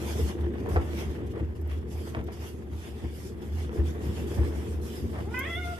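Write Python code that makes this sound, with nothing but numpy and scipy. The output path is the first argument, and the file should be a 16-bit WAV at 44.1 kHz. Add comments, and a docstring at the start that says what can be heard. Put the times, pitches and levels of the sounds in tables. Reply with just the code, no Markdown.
"""A low, hollow drone with knocks and soft thumps: a cat walks in a big plastic exercise wheel,
indoors, close to the microphone. The wheel hums on its rollers, its rim grinds and swishes, paws
thump on the tread and the wheel knocks in its cradle. One rolling effort drives the steady layers;
booms, scrapes and swishes ride on it. Near the end the cat gives one rising meow."""
import sys
import numpy as np
from scipy import signal
from scipy.fft import rfft, irfft, next_fast_len
from scipy.io import wavfile
from scipy.ndimage import uniform_filter1d, map_coordinates

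SR = 44100
rng = np.random.default_rng(int(sys.argv[2]) if len(sys.argv) > 2 else 0)


def wav_out(sig):
    """Save sig, one row per channel (or a flat mono array), as 16-bit PCM at SR to the path in sys.argv[1]."""
    wavfile.write(sys.argv[1], SR, np.round(np.clip(np.atleast_2d(sig).T, -1, 1) * 32767).astype(np.int16))


N = 255647


def amp(db):
    """Decibels to gain."""
    return 10 ** (np.asarray(db) / 20)


def unit(x):
    """Scaled to rms 1."""
    return x / np.sqrt(np.mean(x ** 2) + 1e-20)


def along(points, hz):
    """Interpolate (Hz, value) points on a log axis."""
    f, v = np.transpose(points)
    return np.interp(np.log(hz + 1), np.log(f + 1), v)


def curves(rows):
    """One value per sample for each column after the time."""
    s, *cols = np.transpose(rows)
    return [np.interp(np.arange(N) / SR, s, c) for c in cols]


def wobble(rate):
    """A smooth random curve, rate knots a second."""
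    return map_coordinates(rng.standard_normal(int(N * rate / SR) + 4), [np.arange(N) * rate / SR])


def filtered(x, response):
    """x times a response of frequency."""
    m = next_fast_len(N + SR // 2)
    return irfft(rfft(x, m) * response(np.fft.rfftfreq(m, 1 / SR)), m)[..., :N]


def add(track, s, sound):
    """Mix a sound into a track at time s."""
    part = track[..., round(s * SR):][..., :sound.shape[-1]]
    part += sound[..., :part.shape[-1]]


def panned(pair, balance):
    """Each frequency leans left or right by (Hz, L-R dB) points, at equal power."""
    sides = lambda hz: amp(np.outer([.5, -.5], along(balance, hz)))
    return filtered(pair, lambda hz: sides(hz) / np.sqrt(np.mean(sides(hz) ** 2, axis=0)))


def swells(rows, fall_s):
    """Gain of (start s, length s, dB, rise s) events that rise, hold and fade; overlaps add in power."""
    t, power = np.arange(N) / SR, np.zeros(N)
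    for s, length, db, rise in rows:
        onset = (1 + np.tanh((t - s) / rise)) / 2
        decay = np.exp(-np.maximum(t - s - length, 0) / fall_s)
        power += (amp(db) * onset * decay) ** 2
    return np.sqrt(power)


def follow(effort_db, level_db, grows, flutter_db, flutter_rate):
    """Gain of a layer that grows with the rolling effort and flutters by itself."""
    return amp(level_db + grows * effort_db + flutter_db * wobble(flutter_rate))


def ring(modes, t, tilt_db, scatter_db):
    """Damped modes, struck a little differently each time."""
    out = np.zeros(len(t))
    for k, (hz, db, t60) in enumerate(modes):
        struck_db = db + tilt_db * np.log2(hz / 400) + scatter_db * rng.normal()
        out += (-1) ** k * amp(struck_db - 60 * t / t60) * np.sin(2 * np.pi * hz * t)
    return out


# The room around the wheel. Each row: frequency in Hz, time to fade by 60 dB in seconds.
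ROOM_DECAY = [(100, 0.17), (500, 0.46), (2000, 0.23), (10000, 0.028)]
def room(x, wet_db):
    """The direct sound plus a diffuse tail, different at each microphone."""
    hz, t, z = signal.stft(rng.standard_normal((2, SR // 2)), SR, nperseg=256)
    tail = signal.istft(z * amp(-60 * t / along(ROOM_DECAY, hz)[:, None]), SR, nperseg=256)[1]
    late = np.pad(x, (SR // 300, 0))[None]
    return x + amp(wet_db) * signal.fftconvolve(late, tail / np.linalg.norm(tail[0]), axes=1)[:, :N]


# Noise across the microphone pair. Each row: frequency in Hz, left-right likeness from 0 to 1.
MIC_LIKENESS = [(60, 1), (130, 0.69), (350, 0.85), (700, 0.52), (2000, 0.25), (4000, 0.022), (12000, 0.098)]
def friction(spectrum, grain_db, grain_rate, patchy_db):
    """Stereo noise, grainy from tiny bumps in the contact and patchy in colour; its middle has rms 1."""
    grainy = rng.standard_normal((2, N)) * amp(grain_db * wobble(grain_rate))
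    z = signal.stft(grainy, nperseg=512)[2]
    patches = uniform_filter1d(rng.standard_normal(z.shape[1:]), size=4, axis=0)
    patches = uniform_filter1d(patches, size=10, axis=1)
    pair = signal.istft(z * amp(patchy_db * unit(patches)), nperseg=512)[1][:, :N]

    def mid_side(hz):
        turn = np.arccos(np.clip(along(MIC_LIKENESS, hz), -1, 1)) / 2
        return amp(along(spectrum, hz)) * [np.cos(turn), np.sin(turn)]
    mid, side = filtered(pair, mid_side)
    return np.array([mid + side, mid - side]) / np.std(mid)


# The floor under the stand. Each row: frequency in Hz, noise density in dB.
FLOOR_SPECTRUM = [(20, -21), (35, -14), (50, -19), (62, 9.5), (85, -11.5), (150, -5), (600, -120)]
def floor(booming):
    """The floor rumbles as the wheel shakes it."""
    noise = friction(FLOOR_SPECTRUM, grain_db=-1.5, grain_rate=24, patchy_db=0.5)
    return np.sqrt(booming) * amp(-29.5) * noise


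# The rim's hiss from close by. Each row: frequency in Hz, noise density in dB.
SWISH_SPECTRUM = [(300, -11), (700, 9), (1400, 6), (2400, 6.5), (3500, 6.5), (3900, -1.5), (5000, 3),
                  (6250, 0.5), (7500, -1), (8800, -1), (10200, -2.5), (11500, 0), (13000, -1.5)]
# Each row: start and length in seconds, level in dB, rise in seconds, extra body in dB.
RIM_SWISHES = [(0, 0.14, -50, 0.017, 1), (0.157, 0.13, -49, 0.014, -0.5), (0.688, 0.055, -53.5, 0.0044, -5),
               (0.885, 0.17, -53, 0.079, 3), (1.695, 0.02, -61, .015, 6.5),
               (1.908, 0.19, -56.5, 0.016, -1.5), (2.321, 0.1, -56.5, 0.0066, 0.5),
               (2.402, 0.091, -53, 0.022, -1.5), (2.73, 0.16, -56.5, 0.041, 1),
               (2.953, 0.13, -63.5, 0.022, 4), (3.118, 0.16, -55.5, 0.038, -5),
               (3.424, 0.056, -63, 0.02, 1), (3.548, 0.05, -54.5, 0.033, 2.5),
               (3.722, 0.044, -55.5, 0.017, -5), (3.837, 0.048, -55, .02, 3.5),
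               (3.934, 0.042, -62, .012, -1), (4.008, 0.2, -54, 0.022, 0.5), (4.271, 0.053, -53, .006, -4),
               (4.34, 0.013, -50, 0.006, -5.5), (4.437, 0.031, -52, 0.0088, -0.5),
               (4.533, 0.21, -55.5, 0.013, -1), (4.814, 0.19, -54, 0.0072, -3),
               (5.067, 0.14, -59, 0.048, -2), (5.3, 0.55, -57, 0.023, 2)]
def rim_swish(effort_db, fall_s=0.056, body_below_hz=4200):
    """The rim hisses faintly all the time and swishes about once a stride, thin or full."""
    steady = follow(effort_db, level_db=-68.0, grows=0.53, flutter_db=3, flutter_rate=66)
    airy = swells([row[:4] for row in RIM_SWISHES], fall_s)
    full = swells([(s, length, db + extra, rise) for s, length, db, rise, extra in RIM_SWISHES], fall_s)
    flicker = amp(3.0 + 1.6 * wobble(24))
    noise = flicker * friction(SWISH_SPECTRUM, grain_db=0.4, grain_rate=270, patchy_db=3.0)
    body = filtered(noise, lambda hz: body_below_hz ** 6 / (hz ** 6 + body_below_hz ** 6))
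    return np.hypot(steady, full) * body + np.hypot(steady, airy) * (noise - body)


# The rim against a roller. Each row: frequency in Hz, noise density in dB.
GRIND_SPECTRUM = [(380, -23), (550, 3.5), (640, -0.5), (730, 0), (865, -2.5), (1050, -4), (1400, -9),
                  (1900, -6.5), (2400, -14), (3400, -17.5), (4100, -29), (9000, -37.5)]
# Each row: start and length in seconds, level in dB, extra treble in dB.
RIM_SCRAPES = [(0.282, 0.03, -57, 15), (0.657, 0.12, -41.5, -15), (0.78, 0.049, -43, -3),
               (1.152, 0.012, -56, 11.5), (1.341, 0.063, -45.5, -2), (1.684, 0.051, -56.5, 11),
               (1.91, 0.059, -55, -18), (2.148, 0.042, -47.5, 2), (2.284, 0.022, -51.5, 5),
               (2.41, 0.029, -50, -11), (2.72, 0.015, -53, 1), (3.017, 0.035, -50.5, -6),
               (3.765, 0.038, -46.5, -1.5), (3.936, 0.03, -48.5, -6), (4.36, 0.044, -45.5, -5),
               (5.136, 0.07, -41.5, -4), (5.781, 0.038, -46, 2)]
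def rim_grind(effort_db, rise_s=0.014, fall_s=0.018, treble_above_hz=1520):
    """The rim grinds on the rollers all the time and scrapes now and then, dull or bright."""
    steady = follow(effort_db, level_db=-55.0, grows=1.3, flutter_db=1.65, flutter_rate=28)
    body = swells([(s, length, db, rise_s) for s, length, db, _ in RIM_SCRAPES], fall_s)
    edge = swells([(s, length, db + extra, rise_s) for s, length, db, extra in RIM_SCRAPES], fall_s)
    noise = friction(GRIND_SPECTRUM, grain_db=2.0, grain_rate=180, patchy_db=1.0)
    treble = filtered(noise, lambda hz: hz ** 4 / (hz ** 4 + treble_above_hz ** 4))
    return np.hypot(steady, body) * (noise - treble) + np.hypot(steady, edge) * treble


# The rolling tread. Each row: frequency in Hz, noise density in dB.
TREAD_SPECTRUM = [(70, -15), (100, 3), (120, -1.5), (135, -4.5), (190, -3.5), (230, -1), (255, -5.5),
                  (320, -4), (350, -3), (385, -3), (420, -5.5), (470, -6.5), (540, -19.5), (800, -41),
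                  (2500, -120)]
def tread(rolling):
    """Rolling shakes the tread into a low rush."""
    return rolling * amp(0.62) * friction(TREAD_SPECTRUM, grain_db=0.93, grain_rate=77, patchy_db=0.46)


def drone(hz, wander, drift_rate):
    """A mode of the wheel, kept ringing by the rollers: a tone of drifting phase and size."""
    phase = 2 * np.pi * hz * np.arange(N) / SR + wander * wobble(drift_rate)
    return unit(np.sin(phase) * amp(0.45 * wander * wobble(drift_rate)))


def drum(booming, rolling):
    """The hollow drum holds one deep mode and two weaker, less steady ones above it."""
    deep = amp(-2.5) * drone(hz=76.43, wander=0.7, drift_rate=13)
    upper = amp(-9.0) * drone(hz=346.5, wander=1.0, drift_rate=30)
    middle = amp(-14.5) * drone(hz=229.5, wander=0.62, drift_rate=26)
    return booming * deep + rolling * (upper + middle)


# How hard the wheel rolls. Each row: time in seconds, relative effort in dB.
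ROLLING_EFFORT = [(0.0, -36.5), (0.16, -37), (0.4, -37.5), (0.79, -36), (1.71, -43), (2.27, -41),
                  (2.39, -43.5), (2.84, -44), (3.52, -41.5), (3.74, -39.5), (3.86, -40), (4.42, -35),
                  (4.78, -40), (5.36, -39), (5.59, -42.5), (5.8, -43.5)]
# The cat's weight drives the drum. Each row: start and length in seconds, level in dB.
DRUM_BOOMS = [(0.028, 0.22, -32), (0.39, 0.073, -25), (0.57, 0.12, -39), (0.842, 0.16, -32.5),
              (1.067, 0.06, -35.5), (1.248, 0.033, -33), (1.47, .035, -32.5), (1.595, 0.2, -28.5),
              (1.938, 0.048, -29.5), (2.056, 0.039, -43), (2.376, .05, -36.5), (2.723, 0.04, -30.5),
              (3.12, 0.031, -35), (3.475, 0.19, -29.5), (3.841, 0.042, -25), (3.952, 0.041, -32),
              (4.13, 0.35, -33.5), (4.444, 0.16, -30.5), (4.697, 0.15, -29), (5.106, 0.41, -38),
              (5.549, 0.16, -33)]
def wheel(push_s=0.035, push_grows=0.38, boom_rise_s=0.01):
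    """Rolling shakes the drum, the floor and the tread, and rubs the rim along the rollers."""
    effort_db, = curves(ROLLING_EFFORT)
    effort_db -= effort_db.mean()
    # each paw presses the wheel onto its rollers
    push_rows = [(s, push_s, push_grows * db, push_s) for s, db, _ in PAW_STEPS]
    pushes = amp(-28.5) * swells(push_rows, fall_s=0.022)
    booms = swells([(s, length, db, boom_rise_s) for s, length, db in DRUM_BOOMS], fall_s=0.033)
    steady_roll = follow(effort_db, level_db=-40.0, grows=1, flutter_db=1.28, flutter_rate=35)
    steady_boom = follow(effort_db, level_db=-39.0, grows=0.75, flutter_db=3.0, flutter_rate=18)
    rolling, booming = np.hypot(steady_roll, pushes), np.hypot(steady_boom, booms)
    rumble = drum(booming, rolling) + floor(booming) + tread(rolling)
    return rumble + rim_grind(effort_db) + rim_swish(effort_db)


# Thin clicks, perhaps claws. Each row: start in seconds, relative level in dB.
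TICK_HITS = [(.69, -37), (1.613, -41), (1.675, -42), (2.2402, -41), (2.322, -42), (2.34, -48), (3.939, -46),
             (4.833, -42), (5.3912, -22)]
# Their ring. Each row: frequency in Hz, level in dB, time to fade by 60 dB in seconds.
TICK_MODES = [(12300, -21, .04)]
def ticks():
    """Brief bright snaps with a faint high ring, a little to the right."""
    out, t = np.zeros(N), np.arange(SR // 10) / SR
    for s, db in TICK_HITS:
        snap = amp(-60 * t / 0.022) * rng.standard_normal(len(t))
        add(out, s, amp(db) * (snap + ring(TICK_MODES, t, tilt_db=-0.5, scatter_db=2.0)))
    colour = [(3000, -29), (6000, -13.5), (10000, -15.5), (12500, -3.5)]  # Hz, dB
    bright = filtered(out, lambda hz: amp(along(colour, hz)))
    return room(bright, wet_db=0) * amp([[-2], [1]])


# The wheel knocks in its cradle, close by.
# Each row: start in seconds, level in dB, hardness as treble tilt in dB per octave.
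CRADLE_KNOCKS = [(.016, -32, -12), (.19, -24, -7.5), (.345, -27.5, -12), (.463, -25, -21), (.583, -34, 2),
                 (.68, -32.5, -0.5), (0.7, -46, 4), (0.76, -17, -1), (0.7654, -16, -1), (0.933, -31, 2.5),
                 (1.362, -27, -11), (2.07, -33, -2.5), (2.1478, -22, 1.2), (2.169, -31.5, -1),
                 (2.191, -32, 0), (2.212, -36, 1), (2.285, -33, -1), (3.693, -33, 0.5),
                 (3.7291, -31.5, -1.8), (3.752, -25.5, -10), (3.787, -26, -14), (4.166, -37, -12),
                 (4.39, -33, -11), (5.31, -29, -13)]
# Each row: frequency in Hz, level in dB, time to fade by 60 dB in seconds.
CRADLE_MODES = [(305, -2.5, 0.03), (343.4, 2, 0.079), (388, -5, 0.063), (444.4, 3.5, 0.079),
                (508, -7.5, 0.1), (653, -7.5, 0.054), (754, -9, 0.035), (994, -6, 0.036), (1330, -14, 0.12),
                (1754, -21, 0.073)]
def knocks(contact_s=0.00014, contact_db=13):
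    """Plastic on plastic: a contact pulse, short modes, a dull clatter; hard hits crack and snap."""
    out, t = np.zeros(N), np.arange(SR // 4) / SR

    def noise(lo_hz, hi_hz):
        band = signal.butter(2, [lo_hz, hi_hz], "band", fs=SR)
        return unit(signal.lfilter(*band, rng.standard_normal(len(t))))
    for s, db, tilt_db in CRADLE_KNOCKS:
        clatter = noise(590, 1110) * amp(-5.5 + 1.5 * tilt_db - 60 * t / 0.08)
        crack = noise(1600, 2500) * amp(-9.5 + 2.7 * tilt_db - 60 * t / 0.03)
        snap = noise(2800, 5500) * amp(-17 + 4.5 * tilt_db - 60 * t / 0.014)
        knock = ring(CRADLE_MODES, t, tilt_db, scatter_db=4.0) + clatter + crack + snap
        knock *= 1 - np.exp(-t / (0.00051 * amp(-3 * tilt_db)))  # soft contacts start more slowly
        pulse_time = (t - 0.001) / (contact_s * amp(-1.2 * tilt_db))  # hard contacts are briefer
        knock += amp(contact_db + 2.65 * tilt_db) * pulse_time * np.exp(-pulse_time ** 2 / 2)
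        add(out, s, amp(db) * knock / np.abs(knock).max())
    return room(out, wet_db=-15.5)


# Paws land on the tread, close to the microphone.
# Each row: start in seconds, relative level in dB, hardness as treble tilt in dB per octave.
PAW_STEPS = [(0.209, -21.5, -4), (.755, -17.5, -4.5), (1.06, -35, -14), (1.404, -25, 1.5), (2.169, -27, 0),
             (3.034, -27, -4), (3.786, -18, -17), (4.062, -27, -2), (4.384, -16, -5.5), (5.02, -24.5, -8)]
# Each row: frequency in Hz, level in dB, time to fade by 60 dB in seconds.
DRUM_MODES = [(79.8, -2.5, 0.17), (67.3, 0, 0.14), (109.7, -5.5, 0.11), (161, -19, 0.14),
              (233, -25.5, 0.18), (333, -16, 0.29)]
def paws(low_cut_hz=52):
    """Soft paws push the drum, which swells over a cycle and dies away."""
    out, t = np.zeros(N), np.arange(SR // 2) / SR
    onset = 1 - np.exp(-(t / 0.0092) ** 2)
    for s, db, tilt_db in PAW_STEPS:
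        thump = onset * ring(DRUM_MODES, t, tilt_db, scatter_db=2.5)
        add(out, s, amp(db) * thump / np.abs(thump).max())
    # a low cut keeps the deepest rumble out of the paw thumps
    thumps = filtered(out, lambda hz: hz ** 4 / (hz ** 4 + low_cut_hz ** 4))
    return room(amp(3.5) * thumps, wet_db=-24.0)


# The nearby walls throw the voice back. Each row: delay in seconds, level in dB.
WALL_ECHOES = [(.0029, -14), (.0058, -13), (.0094, -16), (.0137, -22)]
def wall_echoes(x):
    """The voice plus early echoes, a little different at each microphone."""
    delay_s, db = np.transpose(WALL_ECHOES)
    delays = delay_s * (1 + 0.06 * rng.standard_normal((2, len(WALL_ECHOES))))
    delayed = lambda s: np.pad(x, (int(abs(s) * SR), 0))[:N]
    return np.array([x + sum(gain * delayed(s) for s, gain in zip(mic, amp(db))) for mic in delays])


# The cat calls from the wheel.
# Each row: time in seconds, pitch in Hz, level in dB, mouth resonance in Hz.
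MEOW_CONTOUR = [(5.24, 346, -49, 720), (5.305, 450.4, -50.5, 1150), (5.337, 485.7, -48, 1500),
                (5.344, 491, -34, 1870), (5.37, 506, -35.5, 2060), (5.41, 529.5, -34, 2060),
                (5.432, 552, -40.5, 2000), (5.455, 600, -41.5, 1910), (5.475, 661.4, -39, 1860),
                (5.52, 678, -37.5, 1980), (5.547, 676, -38, 2000), (5.595, 728, -39, 1980),
                (5.645, 703, -43, 1870), (5.675, 701, -40.5, 1490), (5.724, 707.5, -42.5, 1304),
                (5.742, 653, -46, 1094)]
# Its throat and mouth. Each row: frequency in Hz, gain in dB.
VOCAL_TRACT = [(450, -8.5), (720, -2), (1030, 1.5), (1320, -6), (1460, 5), (1700, -5), (2000, 3.5),
               (2200, -2.5), (2520, 3.5), (2720, -9), (2920, -4.5), (3100, 2), (3400, 3.5), (3650, -3),
               (4000, -25), (6000, 2), (7000, -16)]
# The voice's highs lean right. Each row: frequency in Hz, left minus right in dB.
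VOICE_BALANCE = [(700, 5.5), (1400, -6.5), (2000, 1.5), (3400, -9.5)]
def meow(open_mouth_hz=2070, break_at_s=5.445, break_width_s=0.04, waver=0.004, shimmer_db=1.2):
    """Harmonics glide through the throat; the voice breaks as it jumps up, then the mouth closes."""
    pitch, level_db, mouth_hz = curves(MEOW_CONTOUR)
    t = np.arange(N) / SR
    tilt_db = 12 * np.log2(mouth_hz / open_mouth_hz)  # per octave: a closing mouth dulls the voice
    rasp = 0.09 + 0.25 * np.exp(-((t - break_at_s) / break_width_s) ** 2)
    start_s, end_s = MEOW_CONTOUR[0][0], MEOW_CONTOUR[-1][0]
    gate = np.clip((t - start_s) / 0.015, 0, 1) * np.clip((end_s - t) / 0.0038, 0, 1)
    jitter = (0.0023 + 0.034 * rasp) * wobble(220) + waver * wobble(45)
    phase = 2 * np.pi * np.cumsum(pitch * (1 + jitter)) / SR
    voice, power = np.zeros(N), np.zeros(N)
    for k in range(1, 10):
        mouth_db = 10 / (1 + ((k * pitch - mouth_hz) / 260) ** 2)
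        # the vocal folds give little beyond five harmonics
        fold_db = tilt_db * np.log2(k) - min(5 * max(k - 5, 0) ** 2, 20)
        flutter_db = 0.5 * k * wobble(60)
        size = amp(along(VOCAL_TRACT, k * pitch) + mouth_db + fold_db + flutter_db)
        roughness = wobble(350) * np.sin(k * phase) + wobble(450) * np.cos(k * phase)
        voice += size * (np.sin(k * phase) + rasp * roughness)
        power += size ** 2 / 2
    call = gate * amp(level_db + shimmer_db * wobble(90)) * voice / np.sqrt(power)
    tail = room(call, wet_db=-7.0) - call
    return panned(wall_echoes(call) + tail, VOICE_BALANCE)


def from_right(pair, lag_s):
    """A source to the right reaches the left microphone later."""
    return np.array([filtered(pair[0], lambda hz: np.exp(-2j * np.pi * hz * lag_s)), pair[1]])


def scene():
    """The wheel's rollers lie to the right; the cat faces the microphone."""
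    return from_right(wheel() + paws() + knocks() + ticks(), lag_s=0.00024) + meow()


# The microphone pair. Each row: frequency in Hz, left minus right in dB.
MIC_BALANCE = [(50, 16.5), (80, -2.5), (120, 3.5), (200, -2), (350, 2.5), (700, 0.5), (2000, -0.5),
               (3200, -2.5), (4500, 0.5), (6500, -4), (7500, -6), (13000, -8.5)]
BAND_LIMIT_HZ = 13250
def record(dry):
    """The left microphone is duller than the right; nothing passes the band limit."""
    return filtered(panned(dry, MIC_BALANCE), lambda hz: hz < BAND_LIMIT_HZ)


dry = scene()
out = record(dry)
wav_out(out)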